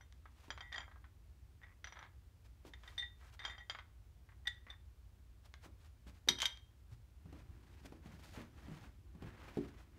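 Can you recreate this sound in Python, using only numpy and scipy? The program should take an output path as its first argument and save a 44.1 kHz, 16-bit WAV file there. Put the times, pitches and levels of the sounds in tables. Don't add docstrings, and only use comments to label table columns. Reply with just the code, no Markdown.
import sys
import numpy as np
from scipy import signal
from scipy.fft import rfft, irfft, next_fast_len
from scipy.io import wavfile
from scipy.ndimage import uniform_filter1d

SR = 44100
rng = np.random.default_rng(int(sys.argv[2]) if len(sys.argv) > 2 else 0)


def dump_mix(stems):
    frames = np.atleast_2d(stems).T
    limited = np.clip(frames, -1, 1)
    pcm = np.round(limited * 32767).astype(np.int16)
    wavfile.write(sys.argv[1], SR, pcm)


N = 440118
T = np.arange(int(.7 * SR)) / SR
ATTACK = int(.012 * SR)

# pitch_hz, relative level_db, t60 relative to the ring time
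IRON_MODES = [
    [(829, -20.5, 0.99), (1950, -42, 0.96), (1924, 2, 1), (2020, -16, 0.31), (2060, -4.5, 0.54)],
    [(3580, -28, 0.73), (3616, 6.5, 1.06), (3540, 5.5, 0.72), (4350, -13, 0.59), (4850, -17, 1.2),
     (8380, -14, 0.69), (11450, -15, 0.4)],
    [(3168, -1, 0.62), (3222, 1.5, 0.6), (4800, 11.5, 0.1), (4790, -9.5, 0.52), (6970, -19.5, 2.7)],
    [(5900, 23, 0.47), (6080, -13, 0.93)],
]


def undb(db):
    return 10 ** (np.asarray(db) / 20)


def fade(t60):
    return np.exp(-np.log(1000) * T / max(t60, 1e-3))


def blow(x, db):
    return x * undb(db) / np.sqrt(np.mean(x[:ATTACK] ** 2))


def add(track, s, x):
    i = max(int(s * SR), 0)
    track[i:i + len(x)] += x[:max(N - i, 0)]


def colour(x, points, tilt_db=0):
    size = next_fast_len(len(x)) * 2
    bin_hz = np.arange(size // 2 + 1) * SR / size
    octave = np.log2(np.maximum(bin_hz, 10))
    hz, db = np.transpose(points)
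    tilted_db = db + tilt_db * np.log2(np.clip(hz, 1000, 6500) / 1000)
    gain_db = np.interp(octave, np.log2(hz), tilted_db)
    cepstrum = irfft(gain_db * np.log(10) / 20)
    cepstrum[1:size // 2] *= 2
    cepstrum[size // 2 + 1:] = 0
    response = np.exp(rfft(cepstrum))
    return irfft(rfft(x, size) * response)[:len(x)]


def noise(points, grain_db=0):
    snags = np.repeat(rng.standard_normal(N // 64 + 1), 64)[:N]
    x = colour(rng.standard_normal(N) * undb(grain_db * snags), points)
    return x / x.std()


def ring(modes, life=1, detune=.003, spot_db=2):
    chance = rng.standard_normal((len(modes), 2))
    out = np.zeros(len(T))
    for (hz, db, t60), (pitch_chance, level_chance) in zip(modes, chance):
        tone = np.sin(2 * np.pi * hz * (1 + detune * pitch_chance) * T)
        out += undb(db + spot_db * level_chance) * fade(t60 * life) * tone
    return out


def background(rumble_db=-60, tone_db=-66, tone_hz=60):
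    # pitch_hz, relative density_db (dB per Hz)
    rumble_colour = [(15, -41), (28, -27.5), (42, -10), (62, -3), (85, -5.5), (110, -12.5), (145, -23),
                     (220, -28.5), (340, -30.5), (450, -36.5), (1000, -40), (3000, -45.5), (10000, -52.5),
                     (16000, -53)]
    low_tone = np.sqrt(2) * np.sin(2 * np.pi * tone_hz * np.arange(N) / SR)
    return undb(rumble_db) * noise(rumble_colour) + undb(tone_db) * low_tone


def room(x, first_s=0.012, sparse_db=4, low_t60_s=0.3, high_t60_s=0.14, room_db=-14.5):
    unevenness = undb(sparse_db * rng.standard_normal(len(T)))
    echoes = rng.standard_normal(len(T)) * unevenness * (T > first_s)
    low = signal.sosfilt(signal.butter(1, 2500, fs=SR, output="sos"), echoes)
    tail = low * fade(low_t60_s) + (echoes - low) * fade(high_t60_s)
    tail /= np.sqrt(np.sum(tail ** 2))
    return x + undb(room_db) * signal.fftconvolve(x, tail)[:N]


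def snatching(depth_db=2, per_s=55):
    hold = int(SR / per_s)
    steps = np.repeat(rng.standard_normal(N // hold + 1), hold)[:N]
    return undb(depth_db * uniform_filter1d(steps, hold // 2))


def rubbing(swish_db=-0.5, scuff_db=0, brush_swish_db=-3.5, brush_scuff_db=-1.0, floor_db=-66, floor_follows=.4):
    # pitch_hz, relative level_db
    swish_colour = [(800, -22), (2500, 2.5), (4000, 1), (6500, -2.5), (10000, -9), (13000, -11.5),
                    (16000, -14)]
    scuff_colour = [(200, -10), (500, 0), (900, 0.5), (1800, -1), (2800, -7.5), (4500, -17), (10000, -32.5)]
    floor_colour = [(50, -8), (110, 4), (230, -3), (350, -3), (480, -22), (900, -33), (3000, -61.5)]
    # time_s, treble_db, midrange_db
    friction_levels = [(7.2, -103, -84), (7.39, -75.5, -68.5), (7.45, -88, -77.5), (7.88, -75.5, -72.5),
                       (8.02, -90, -78), (8.06, -71, -63.5), (8.22, -77, -73), (8.25, -64, -65),
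                       (8.32, -68, -70), (8.38, -65.5, -54.5), (8.5, -84, -78.5), (8.65, -74, -65.5),
                       (8.85, -72, -64), (8.96, -94, -88), (9.14, -104, -80.5), (9.29, -72, -57.5),
                       (9.31, -85, -67), (9.51, -70, -60.5), (9.9, -91.5, -80.5), (9.98, -82, -72.5)]
    # centre_s, spread_s, level_db
    brush_events = [(0.417, 0.058, -70.5), (2.459, 0.0095, -70.5), (2.674, 0.018, -65),
                    (2.902, 0.078, -70.5), (3.248, 0.04, -71.5), (3.34, 0.01, -64), (5.461, 0.014, -68.5),
                    (5.647, 0.018, -61.5), (5.844, 0.032, -72), (6.094, 0.017, -68), (6.171, 0.018, -72),
                    (6.924, 0.019, -72), (7.861, 0.0044, -61.5), (9.689, 0.011, -72.5),
                    (9.806, 0.017, -70.5)]
    t = np.arange(N) / SR
    times, treble_db, midrange_db = np.transpose(friction_levels)
    swish = undb(np.interp(t, times, treble_db, left=-160))
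    drag = undb(np.interp(t, times, midrange_db, left=-160))
    brushes = np.zeros(N)
    for s, spread, db in brush_events:
        brushes += undb(db) * np.exp(-.5 * ((t - s) / spread) ** 2)
    cloth = noise(swish_colour, grain_db=2.5) * (swish * undb(swish_db) + brushes * undb(brush_swish_db))
    carpet = noise(scuff_colour, grain_db=2.0) * (drag * undb(scuff_db) + brushes * undb(brush_scuff_db))
    shaking = undb(floor_db) * (drag / undb(midrange_db.mean())) ** floor_follows
    return (cloth + carpet) * snatching() + noise(floor_colour) * shaking


def slap(db, t60):
    # pitch_hz, relative level_db
    slap_colour = [(150, -23), (400, 4), (800, 5), (1600, -7), (3000, -10), (6000, -20), (10000, -23.5),
                   (16000, -29)]
    return blow(colour(rng.standard_normal(len(T)) * fade(t60), slap_colour), db)


def thuds(push_t60=0.024, shake=1.0, shake_t60=.28, middle_slap_db=-10.5, middle_hz=240, slap_db_per_octave=11.5):
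    # start_s, level_db without the slap, push pitch_hz
    thud_events = [(0.481, -60.5, 310), (2.65, -57.5, 342), (5.659, -60, 320), (6.067, -58, 216),
                   (6.2751, -49, 340), (6.915, -52, 111.4), (7.256, -52.5, 150.3), (7.327, -56, 298),
                   (7.488, -49.5, 72), (7.848, -57, 277), (7.922, -54, 280), (8.058, -53.5, 202),
                   (8.135, -54, 160), (8.375, -49, 227), (8.682, -51, 210), (8.715, -48.5, 151.4),
                   (9.15, -54, 182), (9.222, -48.5, 239), (9.242, -47, 111), (9.648, -55, 260)]
    out = np.zeros(N)
    for s, db, hz in thud_events:
        slap_db = db + middle_slap_db + slap_db_per_octave * np.log2(hz / middle_hz)
        rise = 1 - np.exp(-T * hz)
        push_fade = fade(push_t60 * 200 / hz)
        push = blow(np.sin(2 * np.pi * hz * T) * push_fade * rise, 0)
        octaves = hz * 2. ** np.arange(-2, 4)
        floor_points = list(zip(octaves, (-9, -2.5, 2.5, -10.5, -25.5, -52)))
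        floor = colour(rng.standard_normal(len(T)), floor_points)
        body = push + shake * floor / floor.std() * fade(shake_t60) * rise
        add(out, s, blow(body, db) + slap(slap_db, t60=0.062))
    return out


def knocks(rise_s=0.002):
    # start_s, boom level_db, slap_db
    knock_events = [(6.2892, -45.5, -62.5), (9.5715, -36.5, -52.5)]
    # pitch_hz, relative level_db, t60_s
    wood_modes = [(131.4, -16, 0.66), (176, -2, .12), (233.9, 5, 0.071), (280, -7, .25), (354, -2, 0.19),
                  (409, -2, 0.14), (421, -14.5, .09), (621, -18, 0.15)]
    out = np.zeros(N)
    for s, db, slap_db in knock_events:
        boom = ring(wood_modes, detune=0.011) * (1 - np.exp(-T / rise_s))
        add(out, s, blow(boom, db) + slap(slap_db, t60=.09))
    return out


def clack(db, hardness, bounce=0.032, bounce_t60=.009, chatter=0.091, chatter_t60=.09, uneven_db=6):
    # pitch_hz, relative level_db
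    clack_colour = [(100, -26.5), (430, -15.5), (700, -5.5), (1150, -2), (1550, 1), (2100, 2.5), (2650, -9),
                    (3400, -2.5), (4200, -10.5), (4900, -15.5), (6500, -18), (8000, -32.5), (10500, -34.5),
                    (16000, -49.5)]
    taps = rng.standard_normal(len(T)) * undb(uneven_db * rng.standard_normal(len(T)))
    rebounds = bounce * fade(bounce_t60) + chatter * fade(chatter_t60)
    impulses = (T == 0) + rebounds * taps / taps.std()
    return blow(colour(impulses, clack_colour, hardness), db)


def iron(modes, db, t60, hardness=0, tilt_db=0.78, rough=0.25, buzz_hz=260, rise_s=0.0025):
    buzz = signal.sosfilt(signal.butter(2, buzz_hz, fs=SR, output="sos"), rng.standard_normal(len(T)))
    softness_tilt = tilt_db * min(hardness - 1, 0)
    first_hz = modes[0][0]
    struck = [(hz, g + softness_tilt * np.log2(hz / first_hz), life) for hz, g, life in modes]
    buzzing = ring(struck, t60, detune=0.0057) * (1 + rough * buzz / buzz.std())
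    return blow(buzzing * (1 - np.exp(-T / rise_s)), db)


def set_down(free_db=-21, free_t60=.2, top_free_db=-11, top_free_t60=0.16,
             shimmer_db=-21, shimmer_t60=.06, heap_chatter=0.074):
    # start_s, clack_db, hardness (dB per octave), heap ring_db, top plate ring_db, t60_s
    clash_events = [(6.2865, -34.5, 5.5, -27.5, -48, 0.024), (6.2889, -40, 9, -34.5, -39, 0.028),
                    (6.3856, -55, -4, -50, -50, 0.019), (6.4028, -43.5, 8, -56, -46, 0.074),
                    (6.4191, -36, 9, -60, -40, .08), (6.4555, -39.5, 7.5, -35, -38.5, 0.022)]
    # pitch_hz, relative level_db, relative t60
    heap_modes = [(948, -18, 2.3), (1612, -16.5, .8), (1798, -11, .9), (2378, -10.5, .9), (2840, -11, .8),
                  (3680, -5.5, .8), (3730, 6.5, 1.1), (4100, -5.5, 0.64), (4630, -7.5, 1.5),
                  (4780, -3, 0.82), (4900, -2, 1.078), (5270, -7, 1.1), (5910, -2.5, 1.8), (6223, -9, 0.56),
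                  (8340, -11.5, 1.4), (8180, -16, 1.3), (9539, -26, 0.43), (11490, -11.5, 1.),
                  (12450, -24, .9), (14630, -32, .9)]
    top_plate_modes = [(3206, -2, 2.5), (3090, -2.5, 1.)]
    # pitch_hz, relative level_db
    shimmer_colour = [(3000, -24.5), (5000, -3.5), (7000, -5.5), (8400, -1), (10000, -9), (11500, -0.5),
                      (13000, -4), (16000, -11.5)]
    out = np.zeros(N)
    for s, db, hardness, heap_db, top_db, t60 in clash_events:
        heap = iron(heap_modes, heap_db, t60, rough=.55, buzz_hz=320)
        heap += blow(ring(heap_modes, free_t60), heap_db + free_db)
        top = iron(top_plate_modes, top_db, t60)
        top += blow(ring(top_plate_modes, top_free_t60), top_db + top_free_db)
        crowd = colour(rng.standard_normal(len(T)) * fade(shimmer_t60), shimmer_colour)
        shimmer = blow(crowd, db + shimmer_db)
        add(out, s, clack(db, hardness, chatter=heap_chatter) + heap + top + shimmer)
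    return out


def contact(kind, db, t60, middling_db=-47.5, hardness_per_db=0.49, middling_chatter=0.08, chatter_per_db=-.5):
    contact_shares = {"rim": (-10.5, -0.5, -16, -33, -30, 0.5), "face": (-3, 0, -2.5, -8, -18.5, 4.5),
                      "chime": (-20, -1.5, -0.5, -15, -20.5, 0.5), "edge": (-10, -8, 1.5, -22, -19.5, -1),
                      "collar": (-0.5, -19, -13, 0, -18, -3), "wedged": (-3.5, -6.5, -14, -3, -19, -5.5),
                      "stop": (-1.5, -24, -32, -5, -14.5, -4), "bar": (-2.5, -16.5, -21, -16.5, -11, 0)}
    clack_db, *part_dbs, hardness = contact_shares[kind]
    force_db = db - middling_db
    hardness = hardness + hardness_per_db * force_db
    rings = sum(iron(modes, db + part_db, t60, hardness) for modes, part_db in zip(IRON_MODES, part_dbs))
    chatter = middling_chatter * undb(chatter_per_db * force_db)
    return clack(db + clack_db, hardness, chatter=chatter) + rings


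def dry_clack(db, hardness, pinched_db=-6, tock_per_hardness=0.42, dry_chatter=0.15,
              settle_db=-2, loose_hardness=-5):
    # pitch_hz, relative level_db, t60_s
    pinched_modes = [(1120, 0.5, 0.071), (1287, 9.5, 0.033), (1590, 1.5, 0.14)]
    tock = blow(ring(pinched_modes, detune=0.031), db + pinched_db - tock_per_hardness * hardness)
    chatter = dry_chatter * undb(settle_db * max(hardness - loose_hardness, 0))
    return clack(db, hardness, chatter=chatter) + tock


def sliding(taps_per_s=95, fall_db=-6.5, scatter_db=0.5, hardness=-5.5,
            tock_db=-3, ring_t60=.05, spacing_scatter=0.25):
    # start_s, length_s, level_db before fall and tap offset, rim ring_db against it
    slide_events = [(0.713, .135, -63, 6), (1.612, 0.12, -72, 4), (1.95, .12, -58, -34),
                    (2.85, 0.083, -66.5, -6), (3.206, .1, -68, -12), (3.402, .16, -62.5, 3),
                    (4.282, .05, -67.5, -5), (4.658, 0.092, -65, 2.5)]
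    out = np.zeros(N)
    for start, length, db, ring_db in slide_events:
        count = max(int(length * taps_per_s), 1)
        for k, (late, size) in enumerate(rng.standard_normal((count, 2))):
            along = (k + .5 + spacing_scatter * late) / count
            tap_db = db + fall_db * along + scatter_db * size
            rim = blow(ring(IRON_MODES[0], ring_t60, detune=0.084), tap_db + ring_db)
            add(out, start + along * length, dry_clack(tap_db + tock_db, hardness) + rim)
    return out


def dumbbell():
    # start_s, blow level_db, ring time_s, kind of contact
    clink_events = [(0.009, -60.5, .2, "bar"), (0.5044, -43.5, 0.067, "stop"),
                    (0.6068, -50, 0.074, "wedged"), (0.619, -60, 0.64, "rim"), (0.7256, -51, 0.048, "face"),
                    (0.744, -44.5, 0.058, "rim"), (0.7595, -51.5, 0.13, "collar"),
                    (0.7807, -45.5, 0.021, "wedged"), (0.8041, -52, 0.085, "wedged"),
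                    (1.6328, -56.5, 0.087, "rim"), (1.8434, -46, .08, "bar"), (1.872, -50.5, 0.16, "bar"),
                    (1.9238, -53, 0.062, "bar"), (1.9909, -55.5, 0.044, "bar"),
                    (2.7360, -57, 0.025, "face"), (2.877, -57.5, 0.026, "face"),
                    (2.9792, -42.5, 0.21, "edge"), (3.0243, -46, .11, "rim"), (3.3926, -55.5, 0.16, "face"),
                    (3.4171, -60.5, .2, "edge"), (3.4398, -58.5, 0.064, "face"),
                    (3.451, -43.5, 0.087, "collar"), (3.4779, -51, 0.12, "wedged"),
                    (3.4976, -55.5, 0.19, "face"), (3.58, -55.5, 0.19, "wedged"), (3.603, -57, 0.19, "rim"),
                    (3.698, -44, .079, "collar"), (4.4547, -57, 0.12, "rim"), (4.4713, -37, 0.058, "chime"),
                    (4.4787, -42.5, 0.012, "chime"), (4.7009, -52.5, 0.067, "edge")]
    # start_s, clack level_db, hardness (dB per octave)
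    clack_events = [(0.125, -66.5, 7), (.256, -61, -7), (0.577, -54, -2.5), (0.88, -65, -17),
                    (0.915, -64, -6), (0.9593, -66, -13), (1.0424, -64.5, -6), (1.9602, -65, -2),
                    (2.028, -56.5, -2.5), (2.049, -67, -3), (2.8353, -61.5, -1.5), (3.7492, -50.5, -4),
                    (3.788, -52.5, -2.5), (5.54, -56.5, 3.5), (6.429, -46.5, -13), (6.574, -63.5, 6)]
    out = np.zeros(N)
    for s, db, t60, kind in clink_events:
        add(out, s, contact(kind, db, t60))
    for s, db, hardness in clack_events:
        add(out, s, dry_clack(db, hardness))
    return out + sliding()


def scene():
    sources = dumbbell() + set_down() + thuds() + knocks() + rubbing()
    return (room(sources) + background())[None]


def record(dry, top_hz=15650):
    return signal.sosfilt(signal.ellip(10, .2, 70, top_hz, fs=SR, output="sos"), dry)


dry = scene()
out = record(dry)
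dump_mix(out)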